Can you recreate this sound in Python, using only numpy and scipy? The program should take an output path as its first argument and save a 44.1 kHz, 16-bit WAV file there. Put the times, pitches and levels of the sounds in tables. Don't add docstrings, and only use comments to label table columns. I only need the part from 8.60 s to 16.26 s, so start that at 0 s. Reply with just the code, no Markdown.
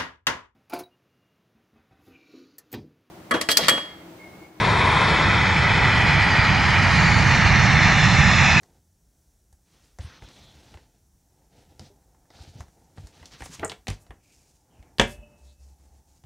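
import sys
import numpy as np
from scipy import signal
from scipy.fft import rfft, irfft
from scipy.io import wavfile
from scipy.ndimage import uniform_filter1d

SR = 44100
rng = np.random.default_rng(int(sys.argv[2]) if len(sys.argv) > 2 else 0)


def output_pcm(signal):
    pcm = np.clip(np.atleast_2d(signal).T, -1, 1) * 32767
    wavfile.write(sys.argv[1], SR, np.round(pcm).astype(np.int16))


N = 337629
TIME = np.arange(N) / SR
AGE = TIME[:SR]

def undb(db):
    return 10 ** (np.asarray(db) / 20)

def unit(x, span_s=None):
    return x / np.sqrt(np.mean((x if span_s is None else x[:int(span_s * SR)]) ** 2))

def add(out, start_s, x):
    i = int(start_s * SR)
    out[i:i + len(x)] += x[:N - i]

def fade(t60_s):
    return np.exp(-np.log(1000) * AGE / t60_s)

def colour(x, spectrum):
    size = 4096
    hz, db = np.transpose(spectrum)
    bins_hz = np.maximum(np.arange(size // 2 + 1), .5) * SR / size
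    gain = undb(np.interp(np.log(bins_hz), np.log(hz), db))
    cepstrum = irfft(np.log(gain))
    cepstrum[1:size // 2] *= 2
    cepstrum[size // 2 + 1:] = 0
    impulse_response = irfft(np.exp(rfft(cepstrum)))
    return signal.fftconvolve(x, impulse_response)[:len(x)]

def band(x, hz, ratio, order=2):
    ratio = max(ratio, 1.05)
    edges_hz = [hz / ratio, min(hz * ratio, .45 * SR)]
    return signal.sosfilt(signal.butter(order, edges_hz, "band", fs=SR, output="sos"), x)

def walk(rate_hz):
    hold = int(SR / rate_hz)
    steps = np.repeat(rng.standard_normal(N // hold + 1), hold)
    return unit(uniform_filter1d(steps, hold)[:N])

def stroke(time, start_s, length_s, rise_s):
    age = np.maximum(time - start_s, 0)
    build = np.sin(np.pi / 2 * np.minimum(age / rise_s, 1)) ** 2
    sag = undb(-2.5 * np.minimum(age / length_s, 1))
    release_s = .015 + .37 * rise_s
    return build * sag * np.exp(-np.maximum(age - length_s, 0) / release_s)

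def gains(strokes):
    time = TIME[::40]
    speeds = np.array([stroke(time, *row[:3]) for row in strokes])
    strengths = undb([row[3:] for row in strokes])
    return [np.interp(TIME, time, np.sqrt(power)) for power in strengths.T ** 2 @ speeds ** 2]

def ring(modes):
    return sum(rng.choice([-1, 1]) * undb(db) * fade(t60_s) * np.sin(2 * np.pi * hz * AGE)
               for hz, db, t60_s in modes)

def blow(click, crack_t60_s, tail_db, tail_t60_s):
    x = rng.standard_normal(SR) * (fade(crack_t60_s) + undb(tail_db) * fade(tail_t60_s))
    x[0] += click
    return x

def fibres(rate_hz, spread_db, patchy_db):
    releases = rng.random(N) < rate_hz / SR
    slips = releases * rng.standard_normal(N) * undb(spread_db * rng.standard_normal(N))
    return slips * undb(patchy_db * walk(55))

# frequency_hz, gain_db
ROOM_SPECTRUM = [(15, -32), (25, -7.5), (53, -1), (144, -14.5), (178, -12), (204, -18.5), (340, -22.5),
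                 (520, -29.5), (760, -28), (1140, -37), (1660, -36), (2120, -40), (2560, -41.5),
                 (5010, -37), (5580, -30.5), (15500, -39.5)]
def room(direct):
    reflections = rng.standard_normal(SR) * fade(t60_s=.22) * (AGE > .004)
    reverb = signal.fftconvolve(direct, reflections / np.linalg.norm(reflections))[:N]
    ambience = unit(colour(rng.standard_normal(N), ROOM_SPECTRUM)) * undb(.69 * walk(4))
    return direct + undb(-11) * reverb + undb(-63) * ambience

# start_s, length_s, rise_s, level_db
HOLLOW_RUBS = [(2.2, 1.45, .9, -75), (4.0, .4, .1, -72), (5.9, .45, .2, -71), (7.0, .55, .12, -74)]
def hollow_rubs():
    return gains(HOLLOW_RUBS)[0] * unit(band(rng.standard_normal(N), hz=810, ratio=1.09))

def yarn_squeak():
    start_s, length_s, rise_s, level_db = 6.07, .22, .1, -71
    glide_hz = np.interp(TIME, [start_s, start_s + length_s], [3500, 2000])
    pitch_hz = glide_hz * (1 + .036 * walk(25))
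    lowpass = signal.butter(2, 230, fs=SR, output="sos")
    grain = signal.sosfilt(lowpass, rng.standard_normal(N)) * undb(3 * walk(50))
    squeak = unit(grain * np.sin(2 * np.pi * np.cumsum(pitch_hz) / SR))
    return gains([(start_s, length_s, rise_s, level_db)])[0] * squeak

# frequency_hz, gain_db
FIBRE_SPECTRUM = [(800, -18), (1700, -10), (2500, -6), (3300, -6.5), (5000, -0.5), (6700, 1.5),
                  (9000, -4.5), (12000, -13.5), (16000, -22.5)]
def fibre_hiss(rate_hz, spread_db, patchy_db):
    return unit(colour(fibres(rate_hz, spread_db, patchy_db), FIBRE_SPECTRUM))

# frequency_hz, gain_db
RUSTLE_SPECTRUM = [(40, -6.5), (75, 9.5), (120, 6.5), (220, 2.5), (400, -1), (620, -3.5), (830, -1.5),
                   (1100, -12.5), (2000, -17), (5000, -37.5)]
def rustle(friction):
    return unit(colour(friction, RUSTLE_SPECTRUM))

# start_s, length_s, rise_s, hiss_db, rub_db
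YARN_PULLS = [(5.34, 0.22, .08, -78, -62.5), (5.56, .36, .16, -64.5, -68.5), (5.97, 0.34, .25, -76, -60),
              (6.45, .16, .04, -77.5, -56.5), (6.6, .18, 0.062, -75, -61.5)]
# start_s, length_s, rise_s, hiss_db, rub_db, sway_db
YARN_TURNS = [(6.76, 0.15, 0.1, -66.5, -67.5, -46.5), (6.97, .16, 0.049, -68.5, -69, -46.5),
              (7.165, .11, 0.045, -70.5, -66, -52), (7.28, .11, .05, -71, -66, -54),
              (7.45, .125, 0.041, -69, -71, -58)]
def yarn():
    pull_hiss, pull_rub = gains(YARN_PULLS)
    turn_hiss, turn_rub, turn_sway = gains(YARN_TURNS)
    strand = (pull_hiss + turn_hiss) * fibre_hiss(rate_hz=7900, spread_db=0, patchy_db=2)
    hands = (pull_rub + turn_rub) * rustle(rng.standard_normal(N))
    sway_hz = 65 * (1 + .02 * walk(3))
    sway = turn_sway * unit(np.sin(2 * np.pi * np.cumsum(sway_hz) / SR))
    return strand + undb(1.5) * hands + undb(-.5) * sway

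# middle_s, half_length_s, level_db, centre_hz, half_width_ratio
BRUSHES = [(1.438, 0.024, -66, 9000, 1.15), (1.52, 0.05, -60, 1520, 1.18), (1.79, 0.13, -61, 4000, 1.05),
           (1.78, .14, -61.5, 3400, 1.05), (3.256, 0.019, -59.5, 4500, 1.3),
           (3.835, 0.064, -58.5, 4300, 1.24), (4.005, .012, -58, 5600, 1.25),
           (4.732, 0.012, -52, 4800, 1.27), (4.855, 0.022, -54, 7540, 1.29),
           (4.94, 0.012, -46.5, 6460, 1.32), (5.312, .011, -44, 2500, 1.2),
           (5.425, 0.019, -63.5, 8100, 1.46), (5.734, 0.095, -73.5, 2470, 1.1),
           (6.51, 0.033, -52.5, 6800, 1.65), (6.893, 0.028, -69.5, 3900, 1.12),
           (7.047, .025, -69.5, 5600, 1.2)]
def brushes():
    slips = fibres(rate_hz=9000, spread_db=1, patchy_db=3)
    return sum(undb(db) * np.exp(-((TIME - middle_s) / half_s) ** 2 / 2) * unit(band(slips, hz, ratio))
               for middle_s, half_s, db, hz, ratio in BRUSHES)

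# frequency_hz, gain_db
FRICTION_SPECTRUM = [(500, -22), (1000, 8.5), (1600, 4), (2800, 3), (4100, 3), (5000, -0.5), (6100, 0.5),
                     (7000, -16), (12000, -38)]
# start_s, length_s, rise_s, friction_db, rustle_db, hiss_db
CROCHET_PUSHES = [(0., .18, .02, -77, -64, -80), (.58, .15, .1, -92, -89, -81),
                  (1.0, 0.26, 0.2, -65.5, -68.5, -68.5), (1.385, .19, 0.029, -52, -58, -71.5),
                  (1.56, 0.35, 0.097, -56, -57, -68), (1.86, .32, .1, -60.5, -59.5, -69),
                  (2.17, 0.19, .08, -74, -69.5, -83), (2.6, 0.25, 0.23, -81, -68, -82),
                  (2.88, 0.14, 0.11, -64, -58.5, -75), (3.02, .17, .1, -70.5, -62, -84),
                  (3.195, 0.081, 0.022, -60.5, -57, -69.5), (3.27, 0.44, 0.045, -95, -69.5, -88),
                  (3.69, .2, 0.088, -57.5, -56, -67.5), (3.9, 0.1, 0.088, -57.5, -53.5, -67.5),
                  (4.02, 0.35, 0.11, -84, -65, -76), (4.345, .16, 0.032, -64.5, -59, -69.5),
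                  (4.5, .18, 0.069, -58, -59, -67), (4.69, .06, .055, -49, -54, -63),
                  (4.77, 0.13, 0.041, -52, -58, -56), (4.9, 0.057, 0.034, -47, -55, -51.5),
                  (4.98, 0.063, .03, -61, -42, -81), (5.085, 0.045, .02, -61, -54, -73),
                  (5.27, .065, .02, -49, -52, -62)]
def sliding_crochet():
    friction_gain, rustle_gain, hiss_gain = gains(CROCHET_PUSHES)
    slips = fibres(rate_hz=9000, spread_db=.5, patchy_db=1.23)
    friction = friction_gain * unit(colour(slips, FRICTION_SPECTRUM))
    board = rustle_gain * rustle(slips)
    hiss = hiss_gain * fibre_hiss(rate_hz=9000, spread_db=3.5, patchy_db=3)
    return undb(-.5) * friction + undb(3) * (board + hiss)

# pitch_hz, gain_db, t60_s
AFTER_RING_MODES = [(221, -3.5, 1.2), (588, -8.5, 1.3), (593.2, 0.5, 1.08), (2574, -13.5, 0.9),
                    (2605, -13, 1.25), (2650, -16.5, .9), (2742, -18.5, 1.0), (2940, -15, .85)]
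# start_s, level_db
JOLTS = [(5.286, -63), (6.398, -45)]
def after_ring():
    out = np.zeros(N)
    for start_s, level_db in JOLTS:
        add(out, start_s, undb(level_db) * unit(ring(AFTER_RING_MODES), span_s=.054))
    return out * undb(2.2 * walk(45))

# start_s, level_db, pitch_hz
THUDS = [(.926, -57, 66), (1.391, -35.5, 72.4), (1.441, -39.5, 78.3), (1.62, -45.5, 58.3),
         (2.145, -47.5, 70.7), (3.197, -47, 90), (3.21, -51, 215), (3.3, -60, 398), (3.8, -45, 70),
         (3.875, -49, 85), (3.951, -47, 107), (3.996, -40, 71), (4.38, -42.5, 93.6), (4.432, -43.5, 60),
         (4.611, -52.5, 74), (4.812, -41.5, 69), (4.891, -50, 169), (5.039, -42.5, 90), (5.286, -31, 97.4),
         (5.29, -36, 49.6), (5.49, -45.5, 58.7), (6.191, -51, 61), (6.39, -33, 56.6), (6.579, -45.5, 55.4),
         (7.638, -52, 91)]
def thuds():
    out = np.zeros(N)
    for start_s, level_db, pitch_hz in THUDS:
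        modes = [(pitch_hz, 0, .13), (pitch_hz * 1.5, -7, .12), (pitch_hz * 2.4, -15, .1)]
        swing = ring(modes) * (1 - fade(.03))
        add(out, start_s, undb(level_db) * unit(swing, span_s=.054))
    return out

# frequency_hz, gain_db
WOOD_SPECTRUM = [(60, -11.5), (200, 2.5), (450, 2), (800, 1.5), (1200, -5), (2000, -3.5), (2800, -27),
                 (8000, -50)]
# start_s, wood_db, tick_db, tick_centre_hz
TAPS = [(0.033, -58, -56, 5400), (0.927, -65.5, -59.5, 7460), (1.387, -46, -49, 5950),
        (1.622, -49, -52, 2600), (1.688, -56, -54.5, 5400), (2.141, -49, -51.5, 2950),
        (2.173, -52, -55, 3000), (3.195, -50.5, -43.5, 4300), (3.548, -70, -66, 800),
        (3.655, -68, -68, 1100), (3.704, -53.5, -57, 4430), (3.737, -62, -60, 1400),
        (3.789, -58, -58, 1200), (4.006, -48, -42, 780), (4.083, -68, -62, 900), (4.375, -50, -57, 2600),
        (4.382, -53, -54.5, 3200), (4.471, -59.5, -50.5, 5900), (4.628, -49.5, -55, 2200),
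        (4.657, -62, -43, 4660), (4.806, -44, -42, 1850), (4.821, -40, -38, 2000), (4.86, -46, -50, 2200),
        (4.995, -46, -39.5, 2800), (5.055, -36, -44, 1750), (5.097, -43, -33, 3900),
        (5.118, -40, -36, 2870), (5.27, -45, -34.5, 2700), (5.282, -36.5, -32.5, 4330),
        (5.286, -41.5, -34, 2900), (5.302, -39.5, -38, 6060), (5.466, -62, -63, 3800),
        (5.507, -46.5, -51.5, 2400), (6.227, -70, -58, 2700), (6.384, -39, -31.5, 3250),
        (6.413, -24.5, -31.5, 5940), (7.638, -61, -62, 3920)]
def taps():
    out = np.zeros(N)
    for start_s, wood_db, tick_db, tick_hz in TAPS:
        wood = colour(blow(click=8.4, crack_t60_s=.039, tail_db=-13.5, tail_t60_s=.23), WOOD_SPECTRUM)
        hollow = ring([(760, 0, .05)])
        body = unit(wood, span_s=.01) + undb(-7) * unit(hollow, span_s=.01)
        contact = blow(click=4.2, crack_t60_s=.014, tail_db=-12, tail_t60_s=.12)
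        tick = band(contact, tick_hz, ratio=1.423) + undb(-15.5) * band(contact, hz=4500, ratio=1.8)
        add(out, start_s, undb(wood_db) * body + undb(tick_db - 2) * unit(tick, span_s=.0059))
    return out

# centre_hz, nominal_width_hz, gain_db
CLUNK_MODES = [(440, 100, 1.5), (650, 60, 0), (830, 60, -6), (1180, 170, -7), (1680, 360, -12)]
def clunk():
    peak_s, rise_s, fall_s, level_db = 5.032, .003, .019, -27
    judder = rng.standard_normal(N)
    body = sum(undb(db) * band(judder, hz, 1 + width_hz / hz / 2, order=1)
               for hz, width_hz, db in CLUNK_MODES)
    push = np.exp(-np.maximum((peak_s - TIME) / rise_s, (TIME - peak_s) / fall_s))
    scrape = band(body, hz=680, ratio=2.43) * push
    return undb(level_db) * scrape / np.std(scrape[push > .5])

# pitch_hz, gain_db, t60_s
CLINK_MODES = [(5200, -16, .06), (6950, 2, 0.067), (6960, -6, 0.09), (7320, -2, 0.074), (8382, -8, 0.09),
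               (8600, -6, .1), (11060, -18, .06)]
# start_s, level_db
CLINKS = [(5.0476, -30.5), (5.079, -46)]
def clinks():
    out = np.zeros(N)
    for start_s, level_db in CLINKS:
        contact = blow(click=3.5, crack_t60_s=.0081, tail_db=-32, tail_t60_s=.08)
        strike = band(contact, hz=7380, ratio=1.135) + undb(-16) * band(contact, hz=6200, ratio=1.7)
        ringing = unit(ring(CLINK_MODES), span_s=.012)
        clink = undb(1) * unit(strike, span_s=.0057) + undb(-7) * ringing
        add(out, start_s, undb(level_db) * clink)
    return out

# frequency_hz, gain_db
KNOCK_SPECTRUM = [(60, -11.5), (200, 1), (300, -5), (600, 0), (900, -0.5), (1200, -6.5), (1700, 0.5),
                  (2400, -3), (2900, -4.5), (3450, -1.5), (3850, -15), (5500, -15), (7300, -15),
                  (9500, -31.5), (15000, -45.5)]
# pitch_hz, gain_db, t60_s
BOARD_MODES = [(49.9, -6.5, .5), (81.6, -7.5, 0.51), (108, -7, .4), (131.5, -8.5, 0.41), (195, -3, .25),
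               (233.4, 5, .23), (377, -6, 0.25), (436, 1.5, 0.16), (549, 3, 0.17), (580.4, -2, 0.25),
               (671, -2.5, 0.18), (956, -2, 0.18), (1286, -11, .14), (1450, -4, .16), (1640, 1, .16),
               (1747, -6.5, 0.22), (1810, 0, .14), (1905, -2.5, .16), (2090, -1.5, 0.22), (2310, -2, 0.22),
               (2540, -8, .14), (2630, -4, .17), (2850, -4, .14), (3080, -7, .12), (3340, -2.5, 0.08)]
def knock():
    start_s, crack_db, ring_db = 6.3968, -13, -19
    contact = blow(click=3, crack_t60_s=.017, tail_db=-14.5, tail_t60_s=.18)
    crack = unit(colour(contact, KNOCK_SPECTRUM), span_s=.011)
    ringing = unit(ring(BOARD_MODES), span_s=.011)
    out = np.zeros(N)
    add(out, start_s, undb(crack_db) * crack + undb(ring_db) * ringing)
    return out

def scene():
    rubbing = sliding_crochet() + yarn() + yarn_squeak() + brushes()
    impacts = taps() + thuds() + clunk() + clinks() + knock()
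    mid = room(rubbing + impacts + after_ring() + hollow_rubs())
    side = undb(-82.5) * unit(band(rng.standard_normal(N), hz=10000, ratio=1.53))
    return np.array([mid + side, mid - side])

def record(dry):
    bottom_hz, top_hz = 35, 15650
    highpass = signal.butter(3, bottom_hz, "high", fs=SR, output="sos")
    lowpass = signal.ellip(8, .2, 70, top_hz, fs=SR, output="sos")
    return signal.sosfilt(lowpass, signal.sosfilt(highpass, dry))

dry = scene()
out = record(dry)
output_pcm(out)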